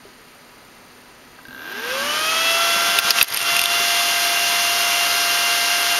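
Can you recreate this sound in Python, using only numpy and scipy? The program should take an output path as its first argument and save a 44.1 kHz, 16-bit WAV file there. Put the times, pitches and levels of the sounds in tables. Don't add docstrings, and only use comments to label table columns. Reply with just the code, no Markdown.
import sys
import numpy as np
from scipy import signal
from scipy.fft import rfft, irfft, next_fast_len
from scipy.io import wavfile

SR = 44100
rng = np.random.default_rng(int(sys.argv[2]) if len(sys.argv) > 2 else 0)


def persist_wave(psi):
    counts = np.round(np.clip(psi, -1, 1) * 32767).astype(np.int16)
    wavfile.write(sys.argv[1], SR, np.atleast_2d(counts).T)


def volts_from_db(level):
    exponent = np.asarray(level, float) / 20
    return 10 ** exponent


N = 264159

TOP_REV_S = 99.0
# centre_hz, width_hz, gain_db
ROOM_SWELLS = [(524, 76, 8), (624, 87, -4.5), (673, 19, 4.5), (1030, 90, -5), (1195, 210, 3.5),
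               (1987, 90, 5), (2240, 270, -5.5), (2556, 66, 7), (2660, 28, 7.5), (2970, 80, 7.5),
               (3310, 120, 6)]
# time_s, level_db
AXIS_FACING = [
    (3.3, -8),
    (3.7, 0),
]
# time_s, air_db, blade_tones_db
INLET_CHOKE = [
    (2.7, 0, -0.5),
    (3.0, 0.4, -2),
    (3.2, 2, -2.5),
    (3.28, -0.3, -10),
    (3.35, -0.5, -11),
    (3.43, 3, -.6),
    (3.5, -0.6, 0.5),
    (3.62, 0.5, -0.7),
    (3.8, 0, -1.5),
]


def rms_one(x):
    return x / np.sqrt(np.mean(x ** 2) + 1e-20)


def in_time(rows):
    s, *columns = np.transpose(rows)
    return [np.interp(np.arange(N) / SR, s, c) for c in columns]


def decibels(share):
    return 20 * np.log10(np.maximum(share, .01))


def drift(rate_hz):
    r = np.exp(-80 * np.pi * rate_hz / SR)
    coarse = rng.standard_normal(N // 40 + 2002)
    slow = signal.lfilter([1], [1, -2 * r, r * r], coarse)[2000:]
    return np.interp(np.arange(N) / 40, np.arange(len(slow)), rms_one(slow - slow.mean()))


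def clicks_at(seconds, sizes):
    out = np.zeros(N)
    np.add.at(out, (np.asarray(seconds) * SR).astype(int), sizes)
    return out


def ring(clicks, hz, t60_s):
    r = volts_from_db(-60 / (t60_s * SR))
    w = 2 * np.pi * hz / SR
    return signal.lfilter([0, np.sin(w)], [1, -2 * r * np.cos(w), r * r], clicks + 1e-18)


def band_pass(x, low_hz, high_hz):
    sos = signal.butter(2, [low_hz, min(high_hz, .45 * SR)], "band", fs=SR, output="sos")
    return signal.sosfilt(sos, x)


def banded_noise(spectrum, tilt_db_per_octave, patchy_db):
    out = np.zeros(N)
    together = drift(6)
    edges_hz = 20 * 2 ** np.arange(0, 10.1, .5)
    hz, db = np.transpose(spectrum)
    bins_hz = np.arange(1, N // 2 + 2) * SR / N
    colour = volts_from_db(np.interp(np.log(bins_hz), np.log(hz), db))
    noise = irfft(rfft(rng.standard_normal((2, N))) * colour, N)
    for k, (low, high) in enumerate(zip(edges_hz, edges_hz[1:])):
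        sos = signal.butter(2, [low, high], "band", fs=SR, output="sos")
        band = signal.sosfilt(sos, noise[k % 2])
        tilt_db = tilt_db_per_octave * np.log2(max(low, 300) / 4200)
        flicker_db = patchy_db * (0.23 * together + drift(11))
        out = out + band * volts_from_db(tilt_db + flicker_db)
    return out


def swell(hz, resonances):
    return sum(db / (1 + (2 * (hz - top_hz) / width) ** 2) for top_hz, width, db in resonances)


def room():
    # freq_hz, density_db_per_hz
    floor_spectrum = [(30, -5), (100, -4.5), (250, 0), (1000, -3.5), (2000, -3), (3600, -9), (4700, -4),
                      (5600, -10), (7000, -0.5), (9000, -1), (10000, -12.5), (12000, -13), (14000, -27),
                      (15500, -25)]
    # freq_hz, rms_db
    machine_tones = [(247.6, -59), (985.1, -63.5), (1265, -62.5), (2719, -67), (6002, -60), (9001, -77),
                     (9362, -78), (15735, -85)]
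    # start_s, peak_db,
    # pitch_hz, t60_s
    dull_bumps = [(.051, -37.5, 397, 0.14), (.052, -38, 600, .04), (1.388, -37, 1280, 0.037),
                  (1.388, -36, 1580, .06), (2.988, -34, 70, .05), (3.107, -37, 150, .05),
                  (3.213, -28, 90, 0.036), (3.228, -33, 180, .04), (1.481, -41, 130, 0.12),
                  (1.56, -38, 258, .12), (1.487, -37, 250, .1), (1.53, -39, 250, .1),
                  (2.76, -31.5, 197, 0.14), (2.882, -34, 200, 0.12), (3.049, -29, 207, 0.087),
                  (3.311, -35, 129, 0.19), (3.345, -43, 60, .05), (3.42, -35, 130, 0.092),
                  (3.522, -34, 152, 0.12), (3.801, -29, 394, 0.12), (3.615, -33, 60, .05)]
    t = np.arange(N) / SR
    floor = volts_from_db(-41.5) * rms_one(banded_noise(floor_spectrum, 0, patchy_db=0.55))
    hum = sum(np.sqrt(2) * volts_from_db(db + 2.0 * drift(4.8)) * np.sin(2 * np.pi * hz * t)
              for hz, db in machine_tones)
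    bumps = sum(ring(clicks_at([s], volts_from_db(db)), hz, t60_s) for s, db, hz, t60_s in dull_bumps)
    tick_s = np.arange(.0165, N / SR, 1 / 29.97)
    tick_size = volts_from_db(-31 + rng.normal(0, 1.5, len(tick_s)))
    ticks = band_pass(ring(clicks_at(tick_s, tick_size), 9200, .005), 8300, 10200)
    return floor + hum + bumps + ticks


def contacts():
    # start_s, level_db, brightness_db
    blows = [
        (1.7958, -38, 6),
        (2.9873, -3, 3),
        (3.186, -9.5, -8),
        (3.2126, 4, -5),
        (3.4038, -20, 5),
        (3.427, -22, 8),
        (3.6384, -16, 12),
        (3.6571, -12.5, 5),
    ]
    # start_s, level_db, brightness_db
    raps = [
        (3.1059, -1, -4),
        (3.1128, -17, -3),
        (3.3238, -21, 4),
        (3.376, -24, -6),
    ]
    # start_s, level_db, brightness_db
    scrapes = [
        (1.719, -41, .1),
        (2.996, -19, 0),
        (3.22, -20, -1),
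        (3.2271, -7, 1.5),
        (3.243, -26, -4),
        (3.283, -33, 7),
        (3.3026, -27, 0),
        (3.3374, -23, -1.5),
        (3.3444, -17, 2),
        (3.3927, -26, 0),
    ]
    # start_s, level_db, brightness_db
    handling_ticks = [
        (3.364, -14, -4),
        (3.3724, -13, 5),
        (3.415, -17, 1.5),
        (3.5657, -6, -3),
        (3.5927, -4.5, -5),
        (3.6149, -10.5, 3),
    ]
    reach_db = [
        (-7.5, -14, -11.5, 0.2),
        (-12, -8, -0.5, -11),
        (0, 0.7, -3, -14),
        (-0.5, -11, -8.5, -9),
    ]
    rows = []
    for kind, reach in zip((blows, raps, scrapes, handling_ticks), reach_db):
        for s, db, bright_db in kind:
            rows.append((s, *(db + np.add(reach, [bright_db, bright_db, 0, 0]))))
    return np.transpose(rows)


def knocks():
    # freq_hz, level_db, t60_s
    shell_modes = [
        [(8680, 3.5, 0.011), (9100, 4, 0.0094), (9840, -7, 0.0046)],
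        [(10960, -3, .007), (11530, 2, 0.016), (12400, 0, 0.0058)],
        [(4150, -6, .012), (4800, 1, .017), (5250, 1, .015), (5900, -3, .01), (6800, 1, .009)],
        [(2646, 3, 0.0094), (3130, -2.5, 0.0078), (3620, 1, .008), (4070, -4.5, 0.0076), (1640, -15.5, 0.016)],
    ]
    s, *groups = contacts()
    gain = duck()[(s * SR).astype(int)]
    out = np.zeros(N)
    for modes, group_db, gain_db in zip(shell_modes, groups, (5.1, 7.4, 2.5, 2.5)):
        size = volts_from_db(group_db + gain_db) / gain
        rattle = signal.lfilter([.08], [1, -np.exp(-1 / (.0016 * SR))], clicks_at(s, size))
        out += volts_from_db(-14) / .08 * rattle * rng.standard_normal(N)
        for hz, db, t60_s in modes:
            blow_s = s + rng.uniform(0, .0006, len(s))
            blow = clicks_at(blow_s, size * volts_from_db(rng.normal(0, 1.5, len(s))))
            out += volts_from_db(db) * ring(blow + rattle * rng.standard_normal(N), hz, t60_s)
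    return band_pass(band_pass(out, 1300, 13000), 900, 13000)


def rotor():
    # time_s, extra_rev_per_s
    load = [
        (3.2, 0),
        (3.3, -.36),
        (3.46, -.34),
        (3.6, -.06),
        (3.76, .18),
        (3.95, .3),
        (4.75, .3),
        (5.1, .38),
        (5.99, .45),
    ]
    start_s, rise_s = 1.375, .57
    since_s = np.maximum(np.arange(N) / SR - start_s, 0)
    rev_s = TOP_REV_S * np.tanh(since_s / rise_s) + in_time(load)[0]
    return rev_s / TOP_REV_S, np.cumsum(rev_s) / SR


def motor(turns):
    # time_s, kick_db
    coil_effort = [(1.38, -31), (1.63, -27.5), (1.88, -23.5), (2.3, -29.5), (2.75, -26.5), (3.2, -28.5),
                   (3.45, -39), (3.9, -33), (4.5, -33), (4.85, -39), (5.15, -31.5)]
    # freq_hz, level_db, t60_s
    frame_modes = [(1588, 0, .055), (2778, -10, .03), (3500, -7, .012), (3870, -11, .02), (6000, -16, .02),
                   (11900, -13, .004), (12600, -11, .005)]
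    kick_db, = in_time(coil_effort)
    quarter = np.floor(4 * turns - .1)
    kicks = np.diff(quarter, prepend=-1) * volts_from_db(kick_db + rng.standard_normal(N)) * (turns > .2)
    buzz = signal.lfilter([.25], [1, -np.exp(-1 / (0.0011 * SR))], kicks) * rng.standard_normal(N)
    uneven = kicks * np.where(quarter % 2, .05, 1)
    rung = sum(volts_from_db(db) * ring(buzz if hz > 5000 else uneven, hz, t60_s)
               for hz, db, t60_s in frame_modes)
    return band_pass(rung, 850, 16000)


def rushing_air(speed, turns):
    # freq_hz, density_db_per_hz
    air_spectrum = [(30, -51), (100, -25), (200, -18), (400, -11), (750, -8.5), (1250, -1.5), (1900, -5),
                    (3000, -0.5), (4200, 2.5), (6500, 6), (9000, 4), (12000, -7.5), (13600, -16),
                    (15700, -27)]
    # centre_hz, width_hz, level_db
    duct_ring = (3330, 920, -15.5)
    rush_db = -12.5 + 3.2 * decibels(speed) + in_time(INLET_CHOKE)[0]
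    tilt = 0.36 + 0.6976 * decibels(speed) + 0.09 * in_time(AXIS_FACING)[0]
    swish = 1 + 0.063 * np.sin(2 * np.pi * 2 * turns)
    air = volts_from_db(rush_db) * np.sqrt(speed) * swish * banded_noise(air_spectrum, tilt, patchy_db=0.5)
    hz, width_hz, db = duct_ring
    ringing = rms_one(ring(air, hz, np.log(1000) / (np.pi * width_hz)))
    return air + volts_from_db(db) * np.std(air) * ringing


def grip():
    return np.interp(np.arange(N) / SR, (3.25, 4.07), [0, 1])


def blade_levels(speed):
    # free_db, held_db, growth_db_per_db
    blade_tones = [(-29.5, -30.5, 2.5), (-26.5, -28, 4.5), (-26, -30, 5.5), (-28.5, -30.5, 4)]
    # time_s, extra_path_m
    hand_path = [(3.46, 0.13), (3.76, 0.12), (4.1, 0.13), (4.43, .122), (4.6, 0.13), (4.76, 0.14),
                 (4.92, 0.13), (5.1, 0.15), (5.99, 0.14)]
    held = grip()
    path_m, = in_time(hand_path)
    choke_db = in_time(INLET_CHOKE)[1]
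    for order, (free_db, held_db, growth) in zip((7, 14, 28, 35), blade_tones):
        hz = order * speed * TOP_REV_S
        free = free_db + swell(hz, ROOM_SWELLS)
        echo = np.abs(1 + held * .97 * np.exp(2j * np.pi * hz * path_m / 343))
        standing_db = (1 - held) * free + held * held_db
        yield order, standing_db + 20 * np.log10(echo) + growth * decibels(speed) + choke_db


def whine(speed, turns):
    weak_orders = [1, 2, 3, 4, 8, 10, 11, 12, 17, 18, 19, 20, 21, 22, 31, 32, 42, 49, 56, 70, 84, 98]
    weak_orders_db = [-59, -62, -55, -52, -46, -45, -44, -44, -47, -43, -43, -42, -32, -47, -43, -44, -33,
                      -39, -39, -42, -54, -49]
    # centre_hz, width_hz, gain_db
    desk_swell = (243, 30, 18.4)

    def tone(order, db):
        level = volts_from_db(db + 1.6 * min(order / 16, 1) * drift(14))
        phase = 2 * np.pi * (order * turns + rng.random()) + .18 * drift(9)
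        return np.sqrt(2) * level * np.sin(phase)

    out = sum(tone(order, db) for order, db in blade_levels(speed)) * (speed > 0)
    for order, db in zip(weak_orders, weak_orders_db):
        hz = order * speed * TOP_REV_S
        lift_db = swell(hz, [desk_swell]) + swell(hz, ROOM_SWELLS) * (1 - grip())
        beam_db = (order > 40) * in_time(AXIS_FACING)[0]
        growth = 2 if order < 5 else 7
        out += tone(order, db + lift_db + beam_db) * speed ** growth
    return out


def scene():
    speed, turns = rotor()
    mix = room() + knocks() + motor(turns) + rushing_air(speed, turns) + whine(speed, turns)
    return np.tile(mix, (2, 1))


def duck():
    # start_s, pull_db
    hard_pulls = [
        (2.99, 5.9),
        (3.108, 6.3),
        (3.218, 7.5),
        (3.243, 15),
        (3.2824, 6.6),
    ]
    attack_s, release_s, contact_pull_db = 0.012, 0.044, 2.5
    t = np.arange(SR // 4) / SR
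    shape = (1 - np.exp(-(t / attack_s) ** 2)) * np.exp(-(t / release_s) ** 2)
    pulls_db = clicks_at(contacts()[0], contact_pull_db) + clicks_at(*np.transpose(hard_pulls))
    return volts_from_db(-signal.fftconvolve(pulls_db, shape)[:N])


def overload(x, limit, high_hz):
    return x + band_pass(np.clip(x, -limit, limit) - x, 140, high_hz)


def band_limit(x):
    return signal.sosfilt(signal.butter(12, 16120, fs=SR, output="sos"), x)


def record(dry):
    line_hz = 15734
    x = overload(dry * duck(), 1.2, 13500)
    size = next_fast_len(N + 64)
    late = np.exp(-2j * np.pi * np.arange(size // 2 + 1) * SR / size / line_hz)
    x = irfft(rfft(x, size) * (1 + late) / 2, size)[:, :N]
    low_pass = signal.ellip(12, .5, 60, 15740, fs=SR, output="sos")
    x = signal.sosfilt(low_pass, overload(x, 1, 14000))
    return band_limit(np.clip(x, -.98, .98))


dry = scene()
out = record(dry)
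persist_wave(out)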